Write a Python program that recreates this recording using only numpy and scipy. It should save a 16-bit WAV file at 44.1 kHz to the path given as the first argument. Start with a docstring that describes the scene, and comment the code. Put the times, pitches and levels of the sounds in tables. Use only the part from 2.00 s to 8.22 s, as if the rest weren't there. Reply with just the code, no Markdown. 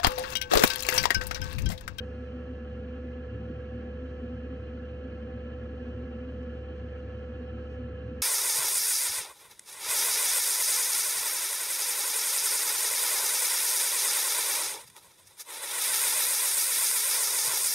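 """A low hum with a fluttering flame: a diesel air heater runs steadily in a small camper van, by a cupboard.
Shaft imbalance hums and the seven fan blades whine: sines at multiples of the shaft rate.
The flame murmurs as resonant noise, sings on wavering pitches in surges and shakes the cabin's low modes.
Air is shaped noise, ringing a duct and hissing at the vent.
One soft panel knock is a sum of decaying sines; four dry ticks are noise bursts."""
import sys
import numpy as np
from scipy import signal
from scipy.fft import rfft, irfft, next_fast_len
from scipy.io import wavfile
from scipy.ndimage import uniform_filter1d, map_coordinates

SR = 44100
rng = np.random.default_rng(int(sys.argv[2]) if len(sys.argv) > 2 else 0)


def bounce(signal):
    """Save signal as a 16-bit WAV file at the path given by the first command-line argument."""
    frames = np.transpose(np.atleast_2d(signal))
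    limited = np.clip(frames, -1, 1)
    pcm = np.round(limited * 32767).astype(np.int16)
    wavfile.write(sys.argv[1], SR, pcm)


N = 274285

# blower speed: t/s, rate/(turns per s)
SHAFT_SPEED = [(0, 71.59), (0.7, 71.58), (1.3, 71.7), (4.4, 71.7), (5.0, 71.81), (6.22, 71.84)]
# blower tones: multiple of shaft rate, rms level/dB, side re centre/dB, side phase/rad
BLOWER_TONES = [(1, -41, -48.5, -3), (4, -67.5, -14, 1), (7, -45.5, -14.5, 3.5), (8, -79, -2.5, 3),
                (13, -81.5, -3, -1.1), (14, -84.5, 1, -1), (35, -83.5, 3, 0.5), (37, -88.5, 0.5, -2.5)]
HUM_WAVER_DB, WAVERS_PER_S = 0.35, 5

# resonances, levels relative within a table: f/Hz, width/Hz, centre/dB, side/dB, side phase/rad
BOOM_MODES = [(109, 32, 3.5, -39, -7)]  # flame's deep boom
PIPE_MODES = [(224.4, 41, -2, -36, 1.8), (238, 56, -1.5, -33.5, 1.7), (257.3, 23, -5.5, -34.5, 1.8)]  # burner pipe
CABIN_MODES = [(148, 15, -1.5, -22, -4.5), (169, 46, 1.5, -22.5, 3.5), (272, 29, -6, -17.5, 0.5)]  # cabin's low modes
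DUCT_MODES = [(322.5, 64.0, -4, -52.0, 1.7), (389, 142.0, -5.5, -16.5, 1.5), (466, 91, -3.0, -14.5, 3),
              (562, 75.0, -10, -16.0, 1), (711.5, 48, -8.5, -24, 2), (771.3, 35.0, -10.5, -8, 0.9),
              (1023.0, 119.0, -26, -24.5, 0.7), (1116, 82.0, -17.5, -31.0, 1.6),
              (1302, 90.0, -14, -29.5, -2), (1334.5, 49.0, -13, -33.5, 2), (1429, 75.0, -15.0, -35.5, 1.5),
              (1499.0, 35.0, -21.5, -20.0, 0.1), (1596, 58.0, -15.0, -20.5, -3.0),
              (1672, 70.0, -11.5, -16, -3.0), (1722, 45.0, -10.5, -23, -2), (1836, 110, -20, -52.0, -2.5),
              (1964, 96.0, -25, -39, -2), (2027, 65, -22.5, -27.5, 4.5), (2090, 57.0, -25, -35.0, -1.8),
              (2197.0, 64, -25.5, -33.5, 2.1), (2227, 107.0, -27.5, -40.0, 1.6),
              (2335.0, 35.0, -22.5, -52.0, 1.6), (2394, 157.0, -30, -33, 0.5),
              (2513, 70, -24.5, -17.5, 1.7), (2650, 97, -28.5, -33.5, 2.5), (2769, 90.0, -21.0, -53, 0.5),
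              (2980, 130, -28.0, -16, 1.7), (3058.0, 86.0, -23.5, -51.5, 3),
              (3219, 81.0, -27.5, -52.5, -2.5), (3383.0, 150, -33.5, -38.0, 1.5),
              (3510, 65.0, -39.0, -27, 2.2), (3820, 130, -35.5, -35.0, 2.3), (3980, 134.0, -36.5, -42.0, 3),
              (4180, 73.0, -31.5, -36.5, 1), (4340, 160.0, -42, -37.0, 2), (4500, 166.0, -38.5, -42, -1.5)]  # air duct

# flame's deep boom surging: crest t/s, length/s, level/dB, nominal f/Hz
BOOM_SURGES = [(.024, 0.033, -44, 100.3), (.148, .03, -47.5, 105.5), (0.748, .022, -44.5, 115.6),
               (0.81, 0.038, -44.5, 107.4), (1.205, .028, -45.5, 105.7), (1.289, .02, -44, 109),
               (1.348, .024, -37.5, 106.5), (1.409, 0.018, -43.5, 108.5), (1.467, 0.03, -41, 106.3),
               (1.583, 0.038, -42, 109), (1.768, .06, -42.5, 110.4), (2.262, .04, -45, 108.4),
               (2.363, 0.045, -43.5, 106.6), (2.521, .02, -45.5, 110), (2.614, .03, -42.5, 103),
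               (2.757, .03, -44.5, 107), (2.924, 0.021, -45, 104.8), (3.158, 0.021, -45.5, 105.9),
               (3.258, .022, -44.5, 105.2), (3.365, .028, -40, 109), (3.642, 0.024, -45, 110),
               (3.964, 0.034, -41.5, 103.6), (4.031, .022, -46.5, 111), (4.264, .028, -47.5, 108),
               (4.336, .035, -47, 110.6), (4.57, 0.046, -45, 113.2), (4.847, .036, -44.5, 109),
               (5.074, 0.039, -42, 106.7), (5.166, 0.037, -44.5, 105.4), (5.343, .03, -42.5, 108),
               (5.519, .02, -46, 104.1), (5.574, 0.04, -42.5, 108), (5.777, 0.039, -45.5, 103.7),
               (5.85, 0.021, -42, 109), (5.935, .028, -41, 103.8), (6.075, 0.034, -39.5, 109),
               (6.187, 0.02, -48, 103)]
# flares fluttering in the burner pipe: crest t/s, length/s, level/dB, nominal f/Hz
PIPE_FLARES = [(0.222, .022, -39.5, 249), (0.357, .02, -39, 252.6), (.403, 0.015, -40.5, 246.7),
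               (0.512, 0.029, -39, 255), (0.629, 0.02, -39.5, 237), (0.948, 0.041, -41, 250.6),
               (1.053, .03, -39.5, 249.5), (1.106, 0.026, -42.5, 243.2), (1.193, 0.023, -39.5, 248.8),
               (1.322, 0.02, -43.5, 236.4), (1.76, 0.045, -40, 238), (1.85, 0.023, -40.5, 236),
               (2.042, 0.05, -41.5, 258), (2.118, 0.018, -43, 250), (2.242, 0.017, -38, 242),
               (2.33, 0.038, -40.5, 249), (2.39, 0.019, -42.5, 228), (2.444, 0.012, -38, 241.7),
               (2.522, 0.025, -39, 257.6), (2.765, .02, -42.5, 240), (2.83, .024, -42.5, 248),
               (3.059, .04, -42, 257.8), (3.236, .034, -43.5, 225), (3.349, 0.036, -41.5, 246.6),
               (3.452, 0.02, -42, 232), (3.642, .022, -44.5, 232.5), (3.824, .018, -40.5, 247),
               (3.88, 0.024, -38, 239), (3.994, 0.029, -40, 247.4), (4.043, .02, -41.5, 252),
               (4.098, 0.018, -41, 241), (4.16, .024, -38.5, 231), (4.224, 0.015, -38.5, 249.3),
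               (4.279, 0.038, -41.5, 258), (4.427, 0.038, -41.5, 243), (4.506, 0.038, -42, 241.2),
               (4.85, 0.015, -42, 244), (5.309, .022, -42.5, 240.5), (5.417, .024, -42, 247),
               (5.547, 0.025, -41.5, 230), (5.804, .026, -40, 251.7), (5.859, 0.023, -40.5, 233)]
# cabin droning louder: crest t/s, length/s, level/dB
CABIN_SWELLS = [(1.41, 0.041, -48), (1.545, .028, -47), (2.535, .015, -48.5), (3.12, .03, -51),
                (3.48, .025, -51), (5.1, .09, -54), (5.82, 0.044, -50.5)]
# flutter noise between flares: t/s, level/dB
FLUTTER_REST = [(0, -47), (4.5, -46.5), (4.7, -50.5), (5.2, -49.5), (5.5, -47), (6.22, -48)]
BOOM_REST_DB = -50  # boom noise between surges
SURGE_RISE_SHARE = 0.55  # part of a surge spent swelling
RING_ON_S = 0.014  # added to each length: resonances build up and let go slowly
LOCKING = 1.2  # how strongly a surge quiets the flame's noise
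# steady rumble spectrum: f/Hz, relative density/dB per Hz
RUMBLE_SPECTRUM = [(10, -30), (25, -21), (40, -7), (60, 2.5), (85, -2.5), (130, -4.5), (200, -1.5),
                   (300, -8.5), (600, -38), (1200, -80)]

# gain of duct and rush together: t/s, gain/dB
AIR_FLOW = [(0, -57), (1.2, -57), (2.4, -57), (3.5, -56.5), (4.6, -57), (5.6, -56.5), (5.9, -57.5),
            (6.22, -58)]
# broad rush between duct resonances: f/Hz, relative density/dB per Hz
RUSH_SPECTRUM = [(50, -31.5), (130, -6), (400, 2.5), (600, -1.5), (900, -6), (2000, -24.5), (3600, -24),
                 (5000, -45.5), (8000, -79.5)]
# bands that cabin reflections cancel midway between the microphones: f/Hz, half-width/Hz, depth/dB
CENTRE_NOTCHES = [(404, 14, -6), (717, 20, -14), (1541, 20, -8), (1901, 12, -9), (2008, 13, -9),
                  (2155, 12, -7), (2234, 10, -9), (2306, 10, -7), (2568, 24, -6), (2860, 19, -6),
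                  (3751, 37, -7)]
# vent hiss, centre and side: f/Hz, relative density/dB per Hz
HISS_CENTRE = [(2500, -27.5), (4000, -6), (5000, 1), (6200, 1), (7000, -6), (9000, -14.5), (9600, -13),
               (10200, -19), (11500, -17.5), (13000, -30.5), (14500, -38.5)]
HISS_SIDE = [(2500, -26.5), (4000, -2.5), (4900, 6), (6000, -8.5), (7000, -29), (9500, -20), (12800, -7),
             (15000, -24)]
# vent hiss at rest: t/s, level/dB
HISS_LEVEL = [(0, -80), (.25, -81.5), (.4, -82), (.6, -83), (1.3, -83), (2.1, -82.5), (3.2, -83),
              (4.8, -82.5), (5.4, -82.5), (5.55, -82.5), (5.9, -85), (6.22, -83)]
# brief hiss swells: crest t/s, length/s, level/dB
HISS_SWELLS = [(.24, .07, -86), (4.43, .015, -81), (4.79, 0.046, -84), (4.99, .025, -83),
               (5.19, 0.0153, -84), (5.73, 0.053, -79.5)]
HISS_WAVER_DB = 0.5
# cabin wall echoes: earliest delay/s, latest delay/s
WALL_DELAYS_S = (.002, 0.011)
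WALL_ECHO_DB = -16.5  # each echo

# knocks: t/s, level/dB
KNOCKS = [(1.501, -33)]
# cupboard panel's ring: f/Hz, relative level/dB, t60/s
PANEL_MODES = [(232.3, 4, 0.083), (320, -2, 0.06), (396, -16, 0.023)]
# ticks: t/s, peak level/dB, t60/s
TICKS = [(.045, -69, .03), (2.612, -77.5, 0.021), (2.884, -80, 0.124), (3.364, -65, 0.011)]
TOP_HZ = 14800


def blower(whine_waver_db, jitter_rad):
    """Shaft imbalance hums; the blade tone and higher orders waver in the turbulent air."""
    shaft_angle = 2 * np.pi * np.cumsum(curve(SHAFT_SPEED)) / SR
    out = np.zeros((2, N))
    for order, db, side_db, side_phase in BLOWER_TONES:
        waver_db = HUM_WAVER_DB if order == 1 else whine_waver_db
        phase = order * (shaft_angle + jitter_rad * wobble(10)) + rng.uniform(0, 2 * np.pi)
        peak = np.sqrt(2) * amp(db + waver_db * wobble(WAVERS_PER_S))
        centre = np.sin(phase)
        side = amp(side_db) * np.sin(phase + side_phase)
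        out += peak * np.array([centre, side])
    return out


def flame(boom_waver_db, flutter_waver_db, cabin_db, cabin_surge_db, rumble_db):
    """Uneven combustion murmurs and sings in two resonances; its boom shakes the cabin over a rumble."""
    boom_rest_db = BOOM_REST_DB + boom_waver_db * wobble(8)
    boom = murmur(BOOM_MODES, BOOM_SURGES, boom_rest_db, span_s=0.22)
    flutter_rest_db = curve(FLUTTER_REST) + flutter_waver_db * wobble(12)
    flutter = murmur(PIPE_MODES, PIPE_FLARES, flutter_rest_db, span_s=0.05)
    boom_song = singing(BOOM_SURGES, waver_hz=2.9, sag_hz=1.226)
    flare_song = singing(PIPE_FLARES, waver_hz=3.58, sag_hz=5)
    shaking = amp(cabin_surge_db) * bells(BOOM_SURGES)
    cabin_gain = np.hypot(surging(CABIN_SWELLS, cabin_db), shaking)
    cabin = cabin_gain * resonating(CABIN_MODES)
    # centre only
    rumble = filtered(rng.standard_normal(N),
                      lambda hz: np.outer([1, 0], amp(along(RUMBLE_SPECTRUM, hz))))
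    return boom + flutter + boom_song + flare_song + cabin + amp(rumble_db) * unit(rumble)


def murmur(modes, surges, rest_db, span_s):
    """The flame's noise in a resonance; it gives way while a surge sings there."""
    rest = amp(rest_db)
    gain = rest / np.sqrt(1 + LOCKING * bells(surges) / rest)
    return gain * evened(resonating(modes), span_s)


def singing(surges, waver_hz, sag_hz):
    """In each surge the flame locks onto a wavering pitch that sags off the crest; centre only."""
    gain = bells(surges)
    crest = amp(curve([(s, db) for s, _, db, _ in surges]))
    nominal_hz = curve([(s, hz) for s, _, _, hz in surges])
    pitch_hz = nominal_hz + waver_hz * wobble(25) - sag_hz * (1 - gain / crest)
    phase = 2 * np.pi * np.cumsum(pitch_hz) / SR + rng.uniform(0, 2 * np.pi)
    return np.array([np.sqrt(2) * gain * np.sin(phase), np.zeros(N)])


def air(duct_db, rush_db, eddy_db):
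    """Warm air rings the duct and rushes through it in eddies, then hisses past the vent's slats."""
    rush = unit(filtered(rng.standard_normal((2, N)), lambda hz: amp(along(RUSH_SPECTRUM, hz))))
    duct = notched(amp(duct_db) * resonating(DUCT_MODES) + amp(rush_db) * rush)
    duct_gain = amp(curve(AIR_FLOW) + eddy_db * wobble(50))
    hiss = filtered(rng.standard_normal((2, N)),
                    lambda hz: amp([along(HISS_CENTRE, hz), along(HISS_SIDE, hz)]))
    hiss_gain = surging(HISS_SWELLS, curve(HISS_LEVEL) + HISS_WAVER_DB * wobble(12))
    return duct_gain * duct + hiss_gain * unit(off_walls(hiss, count=4))


def notched(pair):
    """Reflections in the cabin cancel narrow bands in the centre."""
    def response(hz):
        dip_db = sum(db * np.exp(-((hz - f) / width) ** 2) for f, width, db in CENTRE_NOTCHES)
        return amp(np.outer([1, 0], dip_db))
    return filtered(pair, response)


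def off_walls(pair, count):
    """A few close walls echo the sound and ripple its spectrum."""
    delays_s = rng.uniform(*WALL_DELAYS_S, (count, 2, 1))
    return filtered(pair, lambda hz: 1 + amp(WALL_ECHO_DB) * np.exp(-2j * np.pi * hz * delays_s).sum(0))


def knocks(attack_s):
    """A dull knock rings a wooden panel's modes; tiny dry ticks are decaying low-passed noise."""
    out = np.zeros(N + SR)
    t = np.arange(SR // 4) / SR
    ring = sum(amp(db - 60 * t / t60) * np.sin(2 * np.pi * hz * t) for hz, db, t60 in PANEL_MODES)
    for s, db in KNOCKS:
        out[round(s * SR):][:len(t)] += amp(db) * ring * (1 - np.exp(-t / attack_s))
    b, a = signal.butter(2, 8500, fs=SR)
    for s, db, t60 in TICKS:
        burst = rng.standard_normal(len(t)) * amp(-60 * t / t60)
        tick = signal.lfilter(b, a, burst)
        out[round(s * SR):][:len(t)] += amp(db) * tick / np.abs(tick).max()
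    return out[:N]


def resonating(modes):
    """Turbulence in resonances, as (centre, side); standing waves reach two microphones out of phase."""
    def response(hz):
        grid = np.geomspace(10, SR / 2, num=4096)
        f, width, db, side_db, phase = np.transpose(modes)[:, :, None]
        shape = 1 / (1 + (2 * (grid - f) / width) ** 2)
        centre_power = (amp(db) * shape) ** 2
        side_power = (amp(side_db) * shape) ** 2
        # power-weighted side phase
        turn = np.exp(1j * np.angle((side_power * np.exp(1j * phase)).sum(0)))
        centre = np.sqrt(centre_power.sum(0))
        side = np.sqrt(side_power.sum(0)) * turn
        return np.array([np.interp(hz, grid, gain) for gain in (centre, side)])
    return unit(filtered(rng.standard_normal(N), response))


def evened(pair, span_s):
    """Noise with its swells slower than span_s levelled out."""
    size = max(int(span_s * SR), 1)
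    power = uniform_filter1d(uniform_filter1d(pair[0] ** 2, size), size)
    return pair / np.sqrt(np.abs(power) + 1e-9)


def surging(rows, rest_db):
    """A gain resting at rest_db, rising in one smooth bell per (s, length, dB) row."""
    return np.sqrt(amp(rest_db) ** 2 + bells(rows) ** 2)


def bells(rows):
    """A gain that swells and dies away once per (s, length, dB) row."""
    t = np.arange(N) / SR
    power = np.zeros(N)
    for s, length, db, *_ in rows:
        width = (length + RING_ON_S) * np.where(t < s, SURGE_RISE_SHARE, 1 - SURGE_RISE_SHARE)
        power += amp(db) ** 2 * np.exp(-((t - s) / width) ** 2)
    return np.sqrt(power)


def amp(db):
    """Decibels to gain."""
    return 10 ** (np.asarray(db) / 20)


def along(points, hz):
    """(Hz, value) points read on a log axis."""
    f, v = np.transpose(points)
    return np.interp(np.log(hz + 1), np.log(f + 1), v)


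def curve(rows):
    """(s, value) rows as one value per sample."""
    return np.interp(np.arange(N) / SR, *np.transpose(rows))


def wobble(rate):
    """A smooth random curve, rate knots a second."""
    knots = rng.standard_normal(int(N * rate / SR) + 4)
    return map_coordinates(knots, [np.arange(N) * rate / SR])


def filtered(x, response):
    """x times a response of frequency."""
    m = next_fast_len(N + 8192)
    return irfft(rfft(x, m) * response(np.fft.rfftfreq(m, 1 / SR)), m)[..., :N]


def unit(pair):
    """A (centre, side) pair scaled to a centre rms of 1."""
    return pair / np.sqrt(np.mean(pair[0] ** 2))


def scene():
    """The heater's centre and side spread to left and right; knocks and ticks alike in both."""
    heater = blower(whine_waver_db=0.2, jitter_rad=0.0041)
    heater += flame(boom_waver_db=0.5, flutter_waver_db=2.04,
                    cabin_db=-56.0, cabin_surge_db=-14.5, rumble_db=-56.5)
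    heater += air(duct_db=7.5, rush_db=-7.0, eddy_db=0.46)
    centre, side = heater
    return np.array([centre + side, centre - side]) + knocks(attack_s=0.002)


def record(dry):
    """Short fades avoid clicks at both ends; nothing is kept above the band limit."""
    fade = signal.windows.tukey(N, 0.002)
    return filtered(dry * fade, lambda hz: hz < TOP_HZ)


dry = scene()
out = record(dry)
bounce(out)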